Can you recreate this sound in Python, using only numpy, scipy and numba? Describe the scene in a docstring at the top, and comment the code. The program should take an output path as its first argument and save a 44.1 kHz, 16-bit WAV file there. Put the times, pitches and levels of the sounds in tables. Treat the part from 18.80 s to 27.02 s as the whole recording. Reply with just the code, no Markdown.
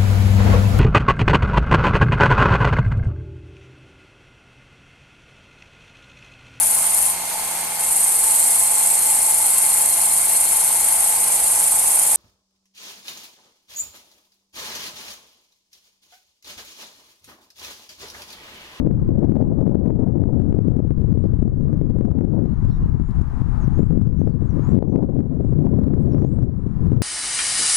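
"""An open field on a gusty day. Wind buffets the left port of a camera microphone and only brushes the right.
Traffic and an engine hum lie far off, small birds whistle and squeal nearer, dry stalks snap close by.
The recorder's limiter snaps the gain down at each high crest of the rumble, which ticks, and lets it
creep back, so the background sinks under each gust and swells in the lulls."""
import sys
import numpy as np
from scipy import signal
from scipy.fft import rfft, irfft, next_fast_len
from scipy.io import wavfile
from scipy.ndimage import uniform_filter1d, map_coordinates
from numba import njit

SR = 44100
rng = np.random.default_rng(int(sys.argv[2]) if len(sys.argv) > 2 else 0)


def wrap_up_sound(samples):
    """Save the sound to the file named by the first command line argument, as 16-bit audio."""
    columns = np.atleast_2d(samples).T
    # keep every value between -1 and 1, then stretch to whole-number steps
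    tamed = np.clip(columns, -1, 1)
    steps = np.round(tamed * 32767).astype(np.int16)
    wavfile.write(sys.argv[1], SR, steps)


N = 362502
TIME = np.arange(N) / SR


def undb(db):
    """Decibels to gain."""
    return 10 ** (np.asarray(db) / 20)


def walk(rate):
    """Random levels held 1 / rate s and smoothed twice; spread near 1."""
    hold = max(int(SR / rate), 1)
    steps = np.repeat(rng.standard_normal(N // hold + 1), hold)
    return 1.3 * uniform_filter1d(uniform_filter1d(steps, hold), hold)[:N]


def add(track, s, sound):
    """Mix a sound into a track from time s on."""
    i = int(np.clip(s * SR, 0, N))
    track[i:i + len(sound)] += sound[:N - i]


def colour(white, hz, db):
    """White noise shaped to a density given in dB per Hz."""
    size = next_fast_len(N)
    bins_hz = np.maximum(np.fft.rfftfreq(size, 1 / SR), 1)
    gain = undb(np.interp(np.log(bins_hz), np.log(hz), db))
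    return irfft(rfft(white, size) * gain, size)[:N] * np.sqrt(SR / 2)


def swells(rows):
    """A smooth hump for each row of (time [s], length [s], height)."""
    out = np.zeros(N)
    for s, length, height in rows:
        near = np.abs(TIME - s) < length / 2
        out[near] += height * np.cos(np.pi * (TIME[near] - s) / length) ** 2
    return out


def airflow(gusts, buffets, db_per_doubling=24):
    """Pressure and eddy speed at a port: buffets ride on the slow wind, and stronger ones are faster."""
    times, gust_db, speed = np.transpose(gusts)
    buffet_db = swells(buffets)
    pressure = undb(np.interp(TIME, times, gust_db) + buffet_db)
    return pressure, np.interp(TIME, times, speed) * 2 ** (buffet_db / db_per_doubling)


# Turbulence right at the microphone, at eddy speed 1: (frequency [Hz], relative density [dB])
EDDY_SPECTRUM = [(10, -2.5), (25, -6), (60, 1), (130, 0.5), (200, -2.5), (300, -10), (500, -22.5),
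                 (700, -34), (1000, -51), (2000, -77.5), (5000, -100)]
def rumble(speed, flurry, swirl, flutter_db, boom_db, boom_hz=141.3, boom_q=3.6):
    """Eddies blow past a port: faster air raises every frequency except a steady low resonance."""
    travelled = np.cumsum(speed * np.exp(swirl * (flurry - flurry.mean())))
    pattern = colour(rng.standard_normal(N), *np.transpose(EDDY_SPECTRUM))
    pressure = map_coordinates(pattern, [travelled], order=3, mode="mirror") * undb(flutter_db * flurry)
    pressure += undb(boom_db) * signal.lfilter(*signal.iirpeak(boom_hz, boom_q, fs=SR), pressure)
    # even out the power, so that the gusts set the strength
    pressure /= np.sqrt(uniform_filter1d(uniform_filter1d(pressure ** 2, SR // 16), SR // 32))
    # ordinary crests level off about 7.5 dB over the mean
    crests = uniform_filter1d(uniform_filter1d((pressure / undb(7.5)) ** 6, SR // 150), SR // 200)
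    return pressure / (1 + crests) ** (1 / 6)


# The sharpest eddies on the left port: (time [s], relative peak [dB], core passage before stretch [s])
VORTICES = [(0.073, 16, 0.001), (0.112, 10, 0.0013), (0.225, 10, 0.0022), (0.292, 9.5, 0.0011),
            (0.45, 8.5, 0.0017), (0.496, 16, 0.0014), (0.522, 10, 0.0011), (0.556, 9.5, 0.001),
            (0.569, 12.5, 0.0011), (0.626, 13.5, 0.00097), (0.688, 9.5, 0.0018), (0.816, 8, 0.00093),
            (0.878, 12.5, 0.00098), (0.896, 11, 0.0011), (0.955, 15, 0.001), (0.993, 7, 0.0014),
            (1.079, 8, 0.0014), (1.105, 10.5, 0.0012), (1.194, 7.5, 0.001), (1.439, 10.5, 0.0015),
            (1.601, 11, 0.0014), (1.62, 9.5, 0.0018), (1.683, 2, 0.0014), (1.727, 10, 0.0012),
            (1.749, 13, 0.0016), (1.79, 14, 0.0011), (1.884, 15.5, 0.0012), (1.969, 8, 0.0012),
            (2.003, 10, 0.00096), (2.108, 9.5, 0.0012), (2.326, 7.5, 0.0014), (2.376, 10.5, 0.0013),
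            (2.442, 8.5, 0.0012), (2.627, 11.5, 0.0012), (2.679, 11, 0.0014), (2.93, 9.0, 0.0014),
            (3.015, 12.5, 0.0011), (3.211, 9, 0.0011), (3.253, 10.5, 0.0014), (3.316, 12, 0.0016),
            (3.389, 10.5, 0.0013), (3.411, 11.5, 0.0011), (3.451, 14, 0.0017), (3.903, 11.5, 0.0019),
            (4.061, 9, 0.002), (4.2, 11, 0.0017), (4.414, 6.5, 0.0016), (4.619, 12.5, 0.0015),
            (4.881, 11.5, 0.0016), (4.994, 9.5, 0.0011), (5.006, 12.0, 0.0016), (5.033, 11.0, 0.0015),
            (5.109, 8.5, 0.0014), (5.127, 8.0, 0.0015), (5.176, 12, 0.0014), (5.216, 9, 0.0017),
            (5.275, 9.5, 0.0016), (5.417, 10.5, 0.00097), (5.476, 9.5, 0.0018), (5.796, 10.5, 0.0013),
            (5.892, 11, 0.0013), (5.921, 10.5, 0.0017), (5.934, 14.5, 0.0015), (5.947, 13.5, 0.0016),
            (5.956, 15, 0.0016), (5.967, 15, 0.0011), (5.978, 15.5, 0.0014), (5.989, 16.5, 0.0012),
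            (6.026, 15, 0.00072), (6.082, 11, 0.0019), (6.101, 10.5, 0.0016), (6.128, 10.5, 0.0013),
            (6.16, 15.5, 0.0013), (6.18, 9, 0.0011), (6.237, 8, 0.00098), (6.368, 8.5, 0.001),
            (6.392, 13, 0.0015), (6.406, 12, 0.0013), (6.649, 9, 0.001), (6.791, 13.5, 0.0013),
            (7.036, 9.0, 0.0017), (7.082, 9.0, 0.0011), (7.139, 10, 0.0014), (7.335, 8.5, 0.0013),
            (7.347, 9.5, 0.001), (7.383, 10, 0.0014), (7.449, 12.5, 0.00097), (7.589, 10.5, 0.0015),
            (7.634, 12.5, 0.0015), (7.866, 11, 0.0013), (8.12, 9, 0.0013)]
def vortices(stretch):
    """A small vortex passes as a pointed dip in pressure between two shoulders."""
    out, half = np.zeros(N), SR // 70
    t = np.arange(-half, half + 1) / SR
    for s, db, core_s in VORTICES:
        u = t / (core_s * stretch)
        dip = (3 * u ** 2 / 2 - 1) / (1 + u ** 2 / 2) ** 3
        add(out, s - half / SR, dip * np.hanning(len(t)) * undb(db))
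    return out


# Wind full on the left port: (time [s], relative level [dB], eddy speed [ratio])
LEFT_GUSTS = [(0, 1.5, 1.37), (.2, -3, .95), (.6, 2.5, 1.286), (1.15, 4.5, 1.347), (2.0, 1, 0.98),
              (2.3, 2, 0.87), (3.1, 0.5, 0.95), (3.57, 1, 1.27), (3.8, -8, 0.62), (4.2, -8.5, 0.61),
              (4.5, -13, 0.55), (4.68, -12.5, 0.62), (4.9, -12, 0.69), (5.2, 1.5, 0.82), (5.45, 1, 0.91),
              (5.86, -10, 0.84), (5.985, -3, 1), (6.03, 3.5, 1.2), (6.24, 5, 1.405), (6.33, 3, 1.235),
              (6.54, -1, 1.05), (7.05, 1, 1.125), (7.5, -1, 1.064), (7.72, -2, 0.83), (7.95, -8.5, 0.77),
              (8.22, 1, 0.97)]
# Short buffets on that port: (time [s], length [s], level over the wind [dB])
LEFT_BUFFETS = [(0.136, 0.099, 3.5), (0.305, 0.1, 3), (0.627, 0.1, 3), (0.948, 0.085, 2.5),
                (2.639, 0.15, 4), (3.87, 0.13, 4), (4.138, .16, 5), (4.221, 0.11, 3), (4.4, 0.087, 8),
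                (4.869, 0.072, 3), (5.023, .12, 2.5), (5.444, .12, 3), (5.952, 0.068, 7), (5.981, .035, 9),
                (6.164, 0.096, 4), (6.228, .07, 3.5), (6.391, 0.096, 2.5), (7.419, 0.2, 3),
                (7.643, .14, 5.5)]
def exposed_wind(knot_s, knot_height, vortex_db, displace_s):
    """Turbulence on the left port; each vortex displaces the rumble amid a knot of fast air."""
    pressure, speed = airflow(LEFT_GUSTS, LEFT_BUFFETS)
    flurry = .9 * walk(110) + swells([(s, knot_s, knot_height) for s, *_ in VORTICES])
    kept = np.maximum(1 - swells([(s, displace_s, 1) for s, *_ in VORTICES]), 0)
    turbulence = rumble(speed, flurry, swirl=.13, flutter_db=1.85, boom_db=-14.5)
    return pressure * (kept * turbulence + undb(vortex_db) * vortices(stretch=1.139))


# Wind in the lee, on the right port: (time [s], relative level [dB], eddy speed [ratio])
RIGHT_GUSTS = [(0, -13.5, 0.47), (.3, -10, 0.48), (.47, -22, 0.33), (2.0, -21.5, 0.29), (2.8, -13.5, 0.45),
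               (3.6, -26.5, 0.32), (3.9, -16.5, .3), (4.7, -34.5, 0.26), (5.5, -27, 0.39),
               (6.0, -33.5, 0.54), (6.6, -21.5, 0.36), (7.5, -37, 0.34), (8.22, -34.5, 0.37)]
# Puffs that reach round to it: (time [s], length [s], level over the wind [dB])
RIGHT_PUFFS = [(0.689, 0.2, 17), (1.18, 0.21, 8.5), (1.703, 0.15, 11), (2.678, 0.16, 7.5),
               (4.029, 0.15, 6.5), (6.27, 0.082, 20.5), (8.052, .14, 10)]
def sheltered_wind():
    """Slower air brushes the right port with a softer, deeper rumble of its own."""
    pressure, speed = airflow(RIGHT_GUSTS, RIGHT_PUFFS)
    return pressure * rumble(speed, walk(35), swirl=0.19, flutter_db=0.0, boom_db=-14)


# Traffic and air, far across the field: (frequency [Hz], relative density left [dB], right [dB])
TRAFFIC_SPECTRUM = [(40, -58, -63.5), (150, -67, -65.5), (250, -70.5, -71.5), (390, -72.5, -80.5),
                    (570, -77, -88.5), (775, -71, -82), (1020, -69.5, -80), (1280, -74.5, -86),
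                    (1620, -81.5, -86.5), (2200, -92.5, -94), (2940, -101, -101), (4620, -105, -105),
                    (6940, -107, -108.5), (15300, -116, -120)]
def far_traffic(db, apart, waver_db):
    """A wavering wash of noise, partly alike at both ports; the traffic lies to the left."""
    hz, *ports_db = np.transpose(TRAFFIC_SPECTRUM)
    shared = rng.standard_normal(N)
    level = undb(db + waver_db * walk(12))
    whites = (shared + apart * rng.standard_normal((2, N))) / np.hypot(1, apart)
    return level * np.array([colour(white, hz, port_db) for white, port_db in zip(whites, ports_db)])


def far_engine(hz, db, wander, waver_db):
    """The low firing note of a far engine, wavering on its way through the air."""
    phase = 2 * np.pi * np.cumsum(hz * (1 + wander * walk(9))) / SR
    return np.sin(phase) * undb(db + waver_db * walk(21))


def syllables(table, harmonics_db, flicker_db, quaver_hz=268):
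    """Each bird syllable arcs through three pitches; a fast quaver makes some of them buzz."""
    out = np.zeros(N)
    flicker = undb(flicker_db * walk(110))
    quaver_phase = 2 * np.pi * np.cumsum(quaver_hz * (1 + 0.22 * walk(30))) / SR
    quaver = np.sin(quaver_phase) + 0.55 * walk(900)
    for s, length, start_hz, middle_hz, end_hz, db, depth in table:
        u = np.linspace(0, 1, int(max(length, .01) * SR))
        here = (int(s * SR) + np.arange(len(u))) % N
        arc_hz = np.polyval(np.polyfit([0, .5, 1], [start_hz, middle_hz, end_hz], 2), u)
        phase = 2 * np.pi * np.cumsum(arc_hz * (1 + depth * quaver[here])) / SR
        tone = sum(undb(h) * np.sin(k * phase) for k, h in enumerate(harmonics_db, 1))
        envelope = np.abs(np.sin(np.pi * u)) ** 0.5
        add(out, s, tone * envelope * flicker[here] * undb(db))
    return out


# Small birds some way off: (time [s], length [s], start [Hz], middle [Hz], end [Hz],
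# relative level [dB], quaver depth [share of pitch])
WHISTLES = [(1.95, 0.078, 9190, 9160, 8970, -75.5, 0.0054), (3.25, 0.021, 6240, 6140, 5993, -68.5, 0.01),
            (3.33, 0.25, 7900, 7950, 8120, -76.5, 0.0053), (3.89, 0.047, 4750, 4250, 3800, -64, 0.017),
            (3.925, .039, 6000, 5770, 5540, -71, 0.023), (4.2, 0.11, 6940, 7060, 7100, -71, 0.011),
            (4.27, 0.057, 8120, 8200, 7900, -77, .008), (4.5, .12, 9364, 8900, 7985, -82, .01),
            (4.79, 0.086, 7930, 6204, 5355, -68, 0.023), (4.92, 0.21, 5880, 7350, 8230, -71.5, 0.023),
            (5.25, 0.08, 5800, 5500, 5763, -69.5, 0.0098), (5.32, 0.085, 9000, 8450, 7540, -80.5, 0.011),
            (5.35, 0.094, 5730, 6160, 6500, -63.5, .02), (5.455, 0.089, 5879, 4795, 4092, -62, .04),
            (5.645, 0.087, 8606, 6400, 5600, -66.5, 0.027), (5.795, .15, 6006, 7099, 7677, -66, 0.015),
            (5.87, 0.11, 5599, 5960, 5550, -70.5, 0.015), (6.055, 0.092, 5679, 5900, 6300, -62, .014),
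            (6.6, .15, 6783, 7725, 8280, -70.5, 0.024), (7.175, 0.086, 8550, 8286, 8270, -68.5, 0.0057),
            (7.24, 0.058, 8880, 7900, 6672, -69, .014), (7.293, .065, 6536, 5500, 5313, -57, .018),
            (7.37, 0.094, 5606, 5890, 6080, -60, 0.019), (7.445, 0.062, 6130, 7190, 7600, -60, 0.044),
            (7.495, 0.072, 7565, 7955, 8280, -65, 0.01), (7.7, .14, 9204, 9090, 8340, -73, 0.0059),
            (8.02, 0.074, 8307, 7800, 7292, -79, .014), (8.11, .12, 5950, 5542, 5393, -75, 0.015)]
def bird_whistles(db):
    """High whistled syllables without overtones."""
    return undb(db) * syllables(WHISTLES, [0], flicker_db=3.0)


# A lower-voiced bird some way off: columns as in WHISTLES
SQUEALS = [(2.205, 0.071, 2300, 2150, 2043, -76, 0.011), (2.785, 0.071, 2280, 2125, 1905, -67.5, .01),
           (3.625, .16, 1860, 2123, 2006, -70.5, .012), (3.68, .04, 1460, 1426, 1356, -64, 0.0099),
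           (3.865, .115, 1570, 1840, 1830, -62.5, 0.022), (3.97, .11, 1685, 1466, 1303, -67.5, .02)]
# Its harmonics, from the first up: (relative level [dB])
SQUEAL_HARMONICS = [-1, 3.5, 0, -20.5, -13]
def bird_squeals(db):
    """Squeals made reedy by strong second and third harmonics."""
    return undb(db) * syllables(SQUEALS, SQUEAL_HARMONICS, flicker_db=2.5)


def ground_scatter(direct, db, decay_s):
    """Ground and stalks scatter a short tail to each port, behind the direct sound."""
    t = TIME[:SR // 3]
    tails = rng.standard_normal((2, len(t))) * np.exp(-t / decay_s)
    scattered = [signal.fftconvolve(direct, tail / np.linalg.norm(tail))[:N] for tail in tails]
    return direct + undb(db) * np.array(scattered)


# Dry stalks near the microphone: (time [s], level before filtering [dB], band [Hz], decay [s])
STALK_SNAPS = [(4.308, -41, 3946, 0.0038), (4.35, -58, 9060, .011), (4.415, -45.5, 7930, .006)]
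def stalk_snaps():
    """Each stalk snaps with a short burst of bright noise."""
    out, t = np.zeros(N), TIME[:SR // 10]
    for s, db, hz, decay_s in STALK_SNAPS:
        band = signal.butter(1, [hz / 1.7, min(hz * 1.1, SR / 2 - 1)], "band", fs=SR, output="sos")
        noise = signal.sosfilt(band, rng.standard_normal(len(t)))
        add(out, s, undb(db) * noise * np.exp(-t / decay_s))
    return out


@njit
def ride_gain(peak, top, snap, fall, rise):
    """Gain snaps down as the output passes the top, falls while it stays over, then climbs back to 1."""
    out, over = np.empty(len(peak)), False
    gain = min(1., top / peak[:2000].max())
    for i in range(len(peak)):
        was_over, over = over, peak[i] * gain > top
        if over:
            gain *= fall if was_over else snap
        else:
            gain = min(1., gain * rise[i])
        out[i] = gain
    return out


def limiter(x, top_db, snap_db, fall_db_per_s, regained_db, smooth_hz=3000):
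    """One gain for both channels; its slightly rounded drop puts a corner in each high crest: a tick."""
    peak = np.abs(x).max(axis=0)
    gain = ride_gain(peak, undb(top_db), undb(-snap_db), undb(-fall_db_per_s / SR), undb(regained_db))
    pole = np.exp(-2 * np.pi * smooth_hz / SR)
    return x * signal.lfilter([1 - pole], [1, -pole], gain)


def creep(db_per_s, step_db):
    """Decibels regained at each sample: small, unevenly timed steps that crackle finely."""
    climbed_db = np.cumsum(undb(2.5 * walk(300))) * db_per_s / SR
    return step_db * np.diff(np.floor(climbed_db / step_db), prepend=0)


def scene():
    """Separate wind on each port, over far traffic, an engine, birds and nearby stalks."""
    left = exposed_wind(knot_s=.022, knot_height=.5, vortex_db=0.62, displace_s=.0045)
    wind = undb(-2.0) * np.array([left, sheltered_wind()])
    traffic = far_traffic(db=1.5, apart=1.0, waver_db=1.0)
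    engine = far_engine(hz=95.5, db=-32.5, wander=0.0087, waver_db=1.5)
    birds = ground_scatter(bird_whistles(db=3.0) + bird_squeals(db=-1.5), db=-3.5, decay_s=0.018)
    return wind + traffic + engine + birds + stalk_snaps()


def record(dry):
    """A slow limiter rides the wind, a quick one nips each crest, the rest clips; high treble is cut."""
    slow_release = creep(db_per_s=31.5, step_db=0.09)
    quick_release = np.full(N, 451.5 / SR)  # 451.5 dB per second
    held = limiter(dry, top_db=-6.5, snap_db=0.1869, fall_db_per_s=1200, regained_db=slow_release)
    nipped = limiter(held, top_db=-5.5, snap_db=0.3947, fall_db_per_s=2800, regained_db=quick_release)
    lowpass = signal.ellip(8, .2, 70, 15800, fs=SR, output="sos")
    return signal.sosfilt(lowpass, np.clip(nipped, -1, 1))


dry = scene()
out = record(dry)
wrap_up_sound(out)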